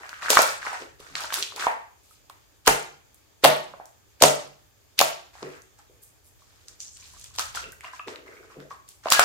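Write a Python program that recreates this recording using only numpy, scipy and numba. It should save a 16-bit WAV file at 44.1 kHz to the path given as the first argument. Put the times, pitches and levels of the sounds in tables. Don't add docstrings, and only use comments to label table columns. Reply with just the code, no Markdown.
import sys
import numpy as np
from scipy import signal
from scipy.io import wavfile
from scipy.ndimage import uniform_filter1d
from numba import njit

SR = 44100
rng = np.random.default_rng(int(sys.argv[2]) if len(sys.argv) > 2 else 0)


def unload_wav(signal):
    wavfile.write(
        sys.argv[1],
        SR,
        np.round(np.clip(np.atleast_2d(signal).T, -1, 1) * 32767).astype(np.int16),
    )


def makeup_ratio(level_db):
    decades = np.asarray(level_db, float) / 20
    return 10 ** decades


N = 407484


def band(x, lo_hz, hi_hz, order=2):
    return signal.sosfilt(signal.butter(order, [lo_hz, min(hi_hz, .45 * SR)], "band", fs=SR, output="sos"), x)


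def unit(x):
    return x / np.sqrt(np.mean(x ** 2))


def walk(rate_hz):
    hold = int(SR / rate_hz)
    steps = np.repeat(rng.standard_normal(N // hold + 1), hold)
    return unit(uniform_filter1d(steps, hold)[:N])


@njit
def grains(s, hz, cycles, glide, size, pan, lag):
    out = np.zeros((2, N + 9000))
    for k in range(len(s)):
        for c in range(2):
            at = max(s[k] * SR + 20 + c * lag[k], 0.)
            i0 = int(at)
            gain = size[k] * pan[k] ** (.5 - c)
            for i in range(1, min(int(cycles[k] * SR / hz[k]), 8000)):
                turns = (i + i0 - at) * hz[k] / SR
                phase = turns * (1 + glide[k] * turns / cycles[k])
                envelope = min(turns, 1.) ** 2 * np.exp(-6.9 * turns / cycles[k])
                out[c, i0 + i] += gain * envelope * np.sin(2 * np.pi * phase)
    return out[:, 20:N + 20]


ATTACK_DB_PER_S, RELEASE_DB_PER_S = 2203, 278


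def gesture(start_s, hold_s, db):
    t, gain = np.arange(N) / SR, np.zeros(N)
    for s, hold, level_db in zip(start_s, hold_s, db):
        near = slice(max(int((s - .1) * SR), 0), int((s + hold + .4) * SR))
        before = np.maximum(s - t[near], 0)
        after = np.maximum(t[near] - s - hold, 0)
        fall = ATTACK_DB_PER_S * before + RELEASE_DB_PER_S * after
        gain[near] = np.hypot(gain[near], makeup_ratio(level_db - fall))
    return gain


def crackle(work, hz, octaves, cycles, scatter_db, count, drift=.05, patchy_db=2.5):
    u, g = rng.random((count, 3)).T, rng.standard_normal((count, 2)).T
    s = u[0] * N / SR
    at = (s * SR).astype(int)
    size = makeup_ratio(-scatter_db * np.log(.015 + u[1])) * np.sign(g[0])
    pitch = np.clip(hz * 2 ** (octaves * g[1] + drift * walk(14.0)[at]), 150., 17000.)
    busy = uniform_filter1d(1. * (work > makeup_ratio(-84)), 2000) > 1e-6
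    on = busy[at]
    pan, lag = makeup_ratio(2 * g[0, on]), 30 * u[2, on] - 12
    dense = grains(s[on], pitch[on], cycles + 0 * s[on], 0 * s[on], size[on], pan, lag)
    dense = dense / np.sqrt(np.mean(dense[:, busy] ** 2))
    return dense * work * makeup_ratio(patchy_db * walk(40.0))


# f/Hz, density/dB.
FLOOR_SPECTRUM = [(90, 5), (160, -14.5), (300, -6.5), (1200, -13.5), (5000, -17), (8000, -12.5),
                  (10000, -24.5), (16000, -9.5)]
FLOOR_DB = -61
# t/s, level/dB.
STIRRED_AIR = [
    (0, -66.5),
    (1., -62),
    (2.3, -68.5),
    (5., -66.5),
    (6.799, -63.5),
    (7.6, -53),
    (7.848, -64),
    (9.24, -66),
]


def floor():
    f, density_db = np.transpose(FLOOR_SPECTRUM)
    out, swell = 0, walk(8.1)
    for hz in 100 * 2 ** np.arange(0, 7.4, .5):
        db = np.interp(np.log(hz), np.log(f), density_db) + 0.33 * swell + 0.98 * walk(29.0)
        out = out + makeup_ratio(db) * band(rng.standard_normal((2, N)), hz * 0.92, hz * 1.19)
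    s, stirred_db = np.transpose(STIRRED_AIR)
    low = rng.standard_normal((3, N))
    rumble = unit(band(low[0] + 11.0 * low[1:], 43.0, 100.))
    rumble_db = np.interp(np.arange(N) / SR, s, stirred_db) + 0.5 * walk(21.0)
    return unit(out) * makeup_ratio(FLOOR_DB) + rumble * makeup_ratio(rumble_db)


# start t/s, hold t/s, level/dB, thin film over thick paste level/dB.
KNEADING = [(0, 0.28, -54, -9.5), (0.222, 0.047, -44, -5.5), (0.297, 0.055, -31, 2),
            (0.377, .045, -35.5, 7), (0.477, 0.033, -41.5, -1), (0.618, .025, -44, -11),
            (0.648, .05, -42, -9.5), (0.732, 0.02025, -47.5, -7), (0.764, 0.057, -52, -5),
            (0.995, 0.1605, -60.5, -2.5), (1.158, 0.097, -46.5, -2), (1.326, 0.042, -41, 4),
            (1.394, 0.016, -44, 32), (1.565, .03, -46, -9), (1.597, 0.042, -36, -7),
            (2.043, .12, -72.5, 18.5), (5.337, 0.22, -58.5, -7), (5.784, 0.0211, -68, -1.5),
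            (6.393, 0.35, -73.5, 3.5), (6.8, 0.05, -67, 25), (6.963, 0.0475, -65, 1.5),
            (7.026, 0.199, -63, 8), (7.242, 0.019, -59.5, 10), (7.341, 0.017, -57.5, 4),
            (7.385, 0.019, -39, 5.5), (7.549, 0.0255, -44.5, 1), (7.602, 0.02, -54.5, -1.5),
            (7.837, 0.029, -53, -8), (7.929, 0.035, -59.5, -2.5), (8.076, 0.019, -47, -8),
            (8.263, 0.113, -58.5, -11.5), (8.421, 0.037, -65.5, -6.5), (8.497, 0.032, -59.5, -9),
            (8.597, .03, -61.5, -9), (8.704, 0.019, -61, -2), (8.879, .03, -65, 17.5),
            (9.038, 0.016, -57, -3), (9.071, .04, -45.5, -9), (9.115, .02, -28, 1.5),
            (9.192, .04, -32.5, -6.5)]
LEAD_IN_S, LEAD_IN_DB = .013, -46


def kneading():
    lead_ins = [(s - LEAD_IN_S, LEAD_IN_S, LEAD_IN_DB, 5) for s, *_ in JOLTS[3:7]]
    s, hold, db, film_db = np.transpose(KNEADING + lead_ins)
    paste_work = gesture(s, hold, db - np.maximum(film_db, 0))
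    film_work = gesture(s, hold, db + np.minimum(film_db, 0))
    squelch = crackle(paste_work, 1550., 0.37, 9.2, 3.4, count=6500) * makeup_ratio(5.0)
    fizz = crackle(film_work, 6000., 0.47, 4.6, 2.3, count=20000, patchy_db=0.5) * makeup_ratio(8.0)
    return squelch, fizz


# start t/s, hold t/s, level/dB.
SQUASHES = [(0, 0.017, -52.5), (0.31, 0.033, -39), (0.803, 0.042, -48), (1.055, 0.064, -57),
            (1.373, 0.017, -43.5), (1.536, 0.058, -47), (5.426, 0.013, -33), (5.898, 0.088, -63),
            (6.635, 0.11, -66), (7.636, 0.0083, -44.5), (7.663, .012, -56), (8.072, 0.054, -42),
            (8.17, 0.028, -51), (8.23, 0.12, -49.5), (8.403, 0.16, -55), (8.563, 0.03, -47),
            (8.61, .02, -45), (9.108, 0.012, -50), (9.2, .05, -50)]


def squish():
    return crackle(gesture(*np.transpose(SQUASHES)), 430.0, 0.2, 14.0, 3.2, count=5000) * makeup_ratio(-4.5)


# t/s, peak level/dB, cavity f/Hz.
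SQUEEZE_BURSTS = [(.091, -30.5, 1510), (0.13, -20, 1500), (0.225, -18.5, 1620), (.25, -17.5, 1290),
                  (.26, -12.5, 1490), (0.284, -9.5, 1540), (.302, -11, 550), (0.355, -14, 1340),
                  (.3703, 6.5, 1200), (0.373, 3, 1400), (0.3895, -3.5, 1100), (.391, -3.5, 653),
                  (.313, -16, 552), (0.331, -18.5, 990), (.398, -11.5, 900), (0.415, -16, 1100),
                  (0.421, -19, 560), (0.3725, -3, 2000), (0.629, -19, 1660), (0.666, -15.5, 1970),
                  (.67, -14, 1420), (0.743, -24, 1560), (.82, -30, 462), (.999, -35.5, 442),
                  (1.151, -34, 1200), (1.18, -40, 1320), (1.245, -20.5, 1510), (1.304, -19, 1530),
                  (1.324, -17, 1150), (1.329, -28.5, 1200), (1.338, -20, 2000), (1.365, -21, 1440),
                  (1.373, -24, 990), (1.358, -24, 1490), (1.425, -40, 1530), (1.383, -22, 1380),
                  (1.4, -29, 1600), (1.522, -28.5, 1150), (1.624, -12, 1510), (1.65, -22, 1297),
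                  (1.56, -34.5, 576), (1.598, -24.5, 1360), (1.668, -2.5, 920), (1.672, -16, 760)]
# t/s, peak level/dB, cavity f/Hz.
POKE_BURSTS = [(2.299, -30.5, 1086), (2.672, -7, 1494), (2.6731, -2, 987), (2.681, -2.5, 863),
               (2.676, -6, 452.6), (2.678, 0, 1450), (2.691, -5, 856), (3.4365, -7.5, 480.5),
               (3.4425, -3, 1106), (3.4475, -4, 1450), (3.446, -0.5, 781), (3.4493, 1, 632.5),
               (3.454, -1.5, 889), (3.4574, 2, 634), (3.737, -28.5, 1111), (3.739, -32, 620),
               (3.799, -24, 805), (4.212, -16, 564), (4.2215, -1, 900), (4.2228, -4, 1379),
               (4.226, 0, 622.8), (4.2383, -1, 947), (4.241, -6, 1100), (4.234, -8, 1550),
               (4.238, 1.5, 600), (4.2445, -4, 620), (4.2505, -3, 643), (4.988, -10, 2578),
               (5.003, -10, 761), (5.0125, -2.5, 722.7), (5.017, -3, 1154)]
# t/s, peak level/dB, cavity f/Hz.
FOLD_BURSTS = [(5.353, -36.5, 830), (5.428, -26, 347), (5.429, -24, 1098), (7.385, -18.5, 1023),
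               (7.395, -13, 1260), (7.553, -26, 1470), (7.808, -29, 2170), (7.994, -29, 1205),
               (8.081, -31.5, 312), (8.568, -32.5, 402), (9.056, -19, 1260), (9.0692, -14.5, 996),
               (9.083, -18, 1100), (8.602, -35.5, 1504), (8.082, -25, 1000), (9.058, -14, 664),
               (9.12, -2.5, 1160), (9.15, -9, 1300), (9.193, -2.5, 744), (9.194, 3.5, 1390)]


def pockets(rows, cycles, trim_db, sag=0.096):
    s, db, hz = np.transpose(rows)
    u = rng.random((len(s), 5)).T
    size = makeup_ratio(db + trim_db) * np.sign(u[2] - .5)
    pan, lag = makeup_ratio(6.0 * u[4] - 3.0), 8 * u[3] - 5
    return grains(s, hz, cycles * (1.04 + 0.4 * u[0]), -sag * u[1], size, pan, lag)


def bursts():
    rows = np.array(SQUEEZE_BURSTS + POKE_BURSTS + FOLD_BURSTS, float)
    near = pockets(rows, 6.84, 5.0)
    lip_slap = pockets(rows * [1, 1, 1.9], 4.4, 0.98)
    all_round = pockets(rows, 6.64, 3.0) + lip_slap
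    return near, all_round


# t/s, peak level/dB, centre f/Hz, sparkle above 9 kHz level/dB.
SQUEEZE_TEARS = [(0.0926, -28, 4190, -16.5), (0.142, -32.5, 2890, -25.5), (0.284, -31, 6566, -14),
                 (0.3033, -2, 4750, -7.5), (0.331, -12.5, 4320, -10.5), (.3545, -14, 4650, -7.5),
                 (0.371, -6, 4186, -18.5), (0.43, -14, 5970, -9.5), (0.39, -6.5, 5220, -15),
                 (0.419, -14, 5990, 0.5), (.4763, -21.5, 3060, -11.5), (0.731, -26.5, 6770, -26.5),
                 (0.821, -31, 3064, -32), (1.0022, -39.5, 3080, -10), (1.1538, -13, 3856, -36.5),
                 (1.181, -23.5, 4460, -29.5), (1.206, -26.5, 6480, -7.5), (1.2369, -22, 4060, -21.5),
                 (1.3045, -30, 3156, -20.5), (1.3252, -22, 2530, -29), (1.335, -26, 6725, 1),
                 (1.341, -11.5, 4520, -9.5), (1.3582, -18.5, 8105, -15.5), (1.426, -11.5, 4028, -29.5),
                 (1.4295, -18, 3704, -32.5), (1.431, -16.5, 3824, -35), (1.438, -24.5, 3937, -33.5),
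                 (1.562, -25.5, 5030, -10), (1.6184, -24.5, 3598, -17.5), (1.6674, -22.5, 3096, -22)]
# t/s, peak level/dB, centre f/Hz, sparkle above 9 kHz level/dB.
POKE_TEARS = [(2.2976, -35, 3950, -10.5), (2.6629, -18.5, 3622, -12), (2.668, -19.5, 4003, -12.5),
              (2.6707, -8.5, 3040, -20), (2.675, -3, 4490, -15.5), (2.6771, 4, 5145, -15.5),
              (3.1449, -35, 10940, -18), (3.4383, -15, 3368, -14), (3.4418, -2.5, 3400, -11.5),
              (3.4443, -2, 4393, -12), (3.4485, 0, 3012, -14), (3.45, -11, 4022, -12.5),
              (3.4582, -5, 3618, -24.5), (3.8563, -33, 7795, -18.5), (4.2118, -24, 4973, -16),
              (4.219, -14.5, 3163, -15.5), (4.2218, 5, 4706, -14.5), (4.2235, 5.5, 7000, -17.5),
              (4.2367, 3, 4924, -16), (4.99, -3, 3573, -15.5), (4.9917, -2, 4070, -15),
              (5.0036, -8, 3468, -13.5), (5.012, 0, 5000, -13)]
# t/s, peak level/dB, centre f/Hz, sparkle above 9 kHz level/dB.
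FOLD_TEARS = [(5.4279, -26, 4420, -40), (5.6196, -35.5, 6890, -21.5), (5.7887, -43, 7610, -15.5),
              (6.0198, -47.5, 13050, -9.5), (6.0321, -41, 11530, -7), (6.0609, -43.5, 10560, -9),
              (6.2461, -47.5, 11000, -9), (6.268, -47, 9000, -9), (6.6835, -26, 6570, -31.5),
              (6.8034, -23.5, 6140, -39.5), (6.812, -26, 6380, -33.5), (6.824, -29.5, 6850, -32),
              (6.853, -30, 6400, -37), (6.9712, -30, 6500, -22.5), (7.197, -32.5, 7840, -12),
              (7.213, -29.5, 7455, -30), (7.242, -24.5, 7110, -23), (7.3526, -33, 7150, -17),
              (7.3609, -34.5, 4600, -5), (7.386, -14.5, 4630, -17), (7.3937, -12, 5390, -14),
              (7.556, -25.5, 6400, -10.5), (7.7208, -32, 8180, -5), (7.808, -34, 7930, -19.5),
              (7.845, -31.5, 2620, -26), (8.082, -28, 3170, -28.5), (8.1585, -29, 3220, -28.5),
              (8.602, -38, 4000, -22), (8.8893, -26, 8315, -16), (9.0696, -29, 3380, -20),
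              (9.0577, -32, 3510, -30.5), (9.085, -20, 3510, -32), (9.103, -6.5, 7910, -10),
              (9.122, -2, 4223, -14), (9.1234, -6.5, 7013, -4), (9.1388, -13.5, 5530, -20.5),
              (9.1946, -5.5, 2960, -19.5), (9.195, -2, 6903, -11)]
SNAP_OCTAVES, SNAP_OCTAVES_PER_DB = .6, .008


def snaps(spread_s=0.0031, cycles=10.0, trim_db=0.99, sparkle_trim_db=12.0, count=36):
    rows = np.array(SQUEEZE_TEARS + POKE_TEARS + FOLD_TEARS, float)
    s, db, hz, sparkle_db = np.repeat(rows, count, axis=0).T
    u = rng.random((len(s), 4)).T
    place = np.tile(np.linspace(-1, 2, count), len(rows))
    fine = place > 1
    octaves = 2 * (SNAP_OCTAVES + SNAP_OCTAVES_PER_DB * db) * place
    pitch = np.where(fine, 8500 * 2 ** (place - 1), hz * 2 ** octaves)
    fine_db = sparkle_db + sparkle_trim_db - 2.0 * (place - 1)
    db = db + trim_db + np.where(fine, fine_db, -14.0 * place ** 2) - 20 * (pitch > 15500)
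    pitch = np.clip(pitch, 1200., 17000.)
    size = makeup_ratio(db) * np.sqrt(pitch / hz) * np.sign(u[3] - .5) * makeup_ratio(-9.0 * u[0] ** 4)
    pan, lag = makeup_ratio(6 * u[1] - 3), 14 * (u[2] - .4)
    delay_s = spread_s * u[0] ** np.where(fine, 2, 3.5)
    return grains(s + delay_s, pitch, cycles + 0 * s, 0 * s, size, pan, lag)


# f/Hz, t60/s, level/dB, likeness of the ports (-1 to 1).
ROOM_BANDS = [(152.2, 0.7, -7.5, 0.51), (300, 0.5, -2, 0.37), (625, 0.4, 7, -0.22), (1200, 0.44, 3, -0.18),
              (2400, 0.44, 8.5, -0.47), (4800, 0.43, 4.5, 0.43), (9000, 0.33, 9.5, -0.042),
              (14325, 0.27, 7, -0.68)]
ROOM_DB, ROOM_RISE_S = 1.5, 0.0034


def room(x):
    t = np.arange(int(.8 * SR)) / SR
    f, t60s, dbs, alikes = np.transpose(ROOM_BANDS)
    tail = 0
    uneven = makeup_ratio(4 * rng.standard_normal(len(t)) * np.exp(-t / .03))
    for hz in 110 * 2 ** np.arange(0, 7.4, .5):
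        t60, db, alike = (np.interp(np.log(hz), np.log(f), c) for c in (t60s, dbs, np.clip(alikes, -1, 1)))
        mid, side = rng.standard_normal((2, len(t)))
        opposite = side * np.array([[1], [-1]])
        pair = (np.sqrt(1 + alike) * mid + np.sqrt(1 - alike) * opposite) * uneven
        wash = band(pair, hz / 2 ** .25, hz * 2 ** .25)
        swell = uniform_filter1d(wash ** 2, int(3 * SR / hz), axis=1) * 400 / hz + 1e-9
        tail = tail + makeup_ratio(db - 60 * t / t60) * wash / swell ** .2
    tail = tail * (1 - np.exp(-(t / ROOM_RISE_S) ** 2))
    tail = tail / np.sqrt(np.mean(np.sum(tail ** 2, axis=1)))
    return makeup_ratio(ROOM_DB) * signal.fftconvolve(x.mean(axis=0, keepdims=True), tail, axes=1)[:, :N]


def scattered(x, gain_db, fill_s):
    f, t60s, dbs, _ = np.transpose(ROOM_BANDS)
    out = 0
    for hz in 900 * 2 ** np.arange(0, 4.3, .4):
        t60, db = (np.interp(np.log(hz), np.log(f), c) for c in (t60s, dbs))
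        edges = hz / 2 ** .2, hz * 2 ** .2
        drain, fill = makeup_ratio(-120 / (t60 * SR)), np.exp(-1 / (fill_s * SR))
        power = np.mean(band(x, *edges) ** 2, axis=0)
        energy = signal.lfilter([(1 - drain) * (1 - fill)], np.poly([drain, fill]), power)
        grainy = makeup_ratio(db - dbs[-4:].mean() + 2.8 * walk(150.0))
        out = out + grainy * np.sqrt(np.abs(energy)) * unit(band(rng.standard_normal((2, N)), *edges))
    return makeup_ratio(gain_db) * out


# start t/s, hold t/s, level/dB.
FINEST_FILMS = [
    (.3, .12, -49.5),
    (1.197, .02, -57),
    (1.335, .07, -45.5),
    (1.562, 0.11, -55),
    (2.035, .1, -70),
    (6.02, 0.054, -62.5),
    (6.245, .03, -67),
    (6.998, 0.22, -69),
    (8.885, 0.028, -61.5),
]


def sparkle():
    return crackle(gesture(*np.transpose(FINEST_FILMS)), 10000.0, 0.25, 12.0, 2.5, count=12000) * makeup_ratio(7.5)


# t/s, table peak level/dB, puff level/dB.
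JOLTS = [(0.366, -62, -51), (0.999, -59, -56), (1.102, -38.5, -58), (2.673, -17.5, -34), (3.446, -13, -45),
         (4.219, -9.5, -40), (4.995, -27, -71), (5.423, -28.5, -73), (7.65, -42, -53), (8.076, -52.5, -74),
         (8.566, -28, -65), (9.112, -55, -54), (9.185, -52, -48.5)]
# f/Hz, level/dB, t60/s.
TABLE_MODES = [(146.4, -31, 0.3), (194.6, -33, 0.2), (278, -27, 0.14), (417, -21.5, 0.035)]


def table():
    t = np.arange(SR) / SR
    ring = sum(makeup_ratio(db + 17.5) * np.sin(2 * np.pi * hz * t) * makeup_ratio(-60 * t / t60) for hz, db, t60 in TABLE_MODES)
    s, db, _ = np.transpose(JOLTS)
    push = np.zeros(N)
    push[(s * SR).astype(int)] = makeup_ratio(db)
    return signal.fftconvolve(push, ring * np.minimum(t / 0.03, 1))[:N]


PUFF_RISE_S, PUFF_T60_S, PUFF_HZ = .004, 0.28, 30


def puffs():
    t = np.arange(SR // 2) / SR
    s, _, db = np.transpose(JOLTS)
    push = np.zeros(N)
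    push[(s * SR).astype(int)] = makeup_ratio(db)
    gust = makeup_ratio(-60 * t / PUFF_T60_S) * np.minimum(t / PUFF_RISE_S, 1)
    swell = signal.fftconvolve(push, gust)[:N]
    low = rng.standard_normal((3, N))
    return swell * unit(band(low[0] + 0.47 * low[1:], PUFF_HZ / 2, PUFF_HZ * 2, order=1))


# t/s, peak level/dB, f/Hz.
TRAPPED_BUBBLES = [(1.668, -40, 964), (2.11, -49, 1291), (5.79, -49, 852), (5.795, -48.5, 1284),
                   (6.42, -50, 1129), (6.966, -46, 3000), (7.025, -44.5, 2425), (7.028, -53.5, 1100),
                   (7.137, -50, 1007), (7.167, -45.5, 1190), (7.249, -48, 2540), (7.308, -51, 1117),
                   (7.572, -20, 1410), (7.628, -48, 1490), (7.641, -29, 2720), (7.647, -34, 2690),
                   (7.726, -41, 1540), (7.733, -44, 1970), (7.866, -38, 2800), (7.88, -35, 2010),
                   (7.868, -39, 1200), (7.842, -31, 1040), (7.85, -34, 2820), (7.934, -37, 1640),
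                   (7.934, -32.5, 1040), (7.964, -43, 2400), (7.995, -28.5, 2610), (7.996, -36, 1730),
                   (7.997, -27, 1200), (8.28, -36.5, 2090), (8.33, -45, 2070), (8.368, -41.5, 2230),
                   (8.43, -48, 1460), (8.501, -46, 1223), (8.518, -43, 1124), (8.707, -33.5, 1090),
                   (8.713, -28.5, 1134), (8.728, -37, 1090), (8.74, -45, 1190), (8.75, -46, 1070),
                   (8.77, -49, 1080), (8.79, -52, 1050), (9.151, -22, 1412)]


def blips():
    return pockets(TRAPPED_BUBBLES, 31.0, 0.89, sag=0.055)


# start t/s, hold t/s, level/dB.
SKIN_TEARS = [
    (6.682, .01, -55),
    (6.803, 0.029, -38.5),
    (6.852, 0.033, -44),
    (6.91, .05, -52.5),
    (6.967, 0.034, -52.5),
    (7.043, 0.26, -58),
]


def stretch():
    return crackle(gesture(*np.transpose(SKIN_TEARS)), 6700., 0.12, 16.0, 2.67, count=12000)


SQUEAK_S, SQUEAK_LENGTH_S, SQUEAK_DB, SQUEAK_HZ = 9.16, .036, -24, 1680


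def squeak():
    t = np.arange(N) / SR - SQUEAK_S
    turn = np.clip(t / SQUEAK_LENGTH_S, 0, 1)
    envelope = np.sqrt(np.sin(np.pi * turn) + 1e-12)
    return makeup_ratio(SQUEAK_DB) * envelope * np.sin(2 * np.pi * SQUEAK_HZ * t * (1 - .015 * turn))


def scene():
    squelch, fizz = kneading()
    wet = squelch + squish() + table()
    bright = fizz + sparkle() + snaps()
    near, all_round = bursts()
    ringing = blips() + squeak()
    direct = wet + bright + near + ringing
    reverberant = room(wet + all_round + makeup_ratio(-3.0) * ringing + makeup_ratio(-8.5) * bright)
    hiss = scattered(bright, -6.0, .0015)
    return direct + reverberant + hiss + floor() + puffs() + stretch()


def band_limit(x):
    return signal.sosfilt(signal.butter(12, 15700, fs=SR, output="sos"), x)


MIC_DIP_HZ, MIC_DIP_WIDTH_HZ, MIC_DIP_SHARE = 10500., 3500., .15
MIC_STEP_HZ, MIC_STEP_SHARE = 8400., 0.26


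def record(dry):
    dip = band(dry, MIC_DIP_HZ - MIC_DIP_WIDTH_HZ / 2, MIC_DIP_HZ + MIC_DIP_WIDTH_HZ / 2, order=1)
    top = signal.sosfiltfilt(signal.butter(6, MIC_STEP_HZ, "high", fs=SR, output="sos"), dry)
    clipped = np.clip(dry - MIC_DIP_SHARE * dip - MIC_STEP_SHARE * top, -1, 1)
    return band_limit(clipped)


dry = scene()
out = record(dry)
unload_wav(out)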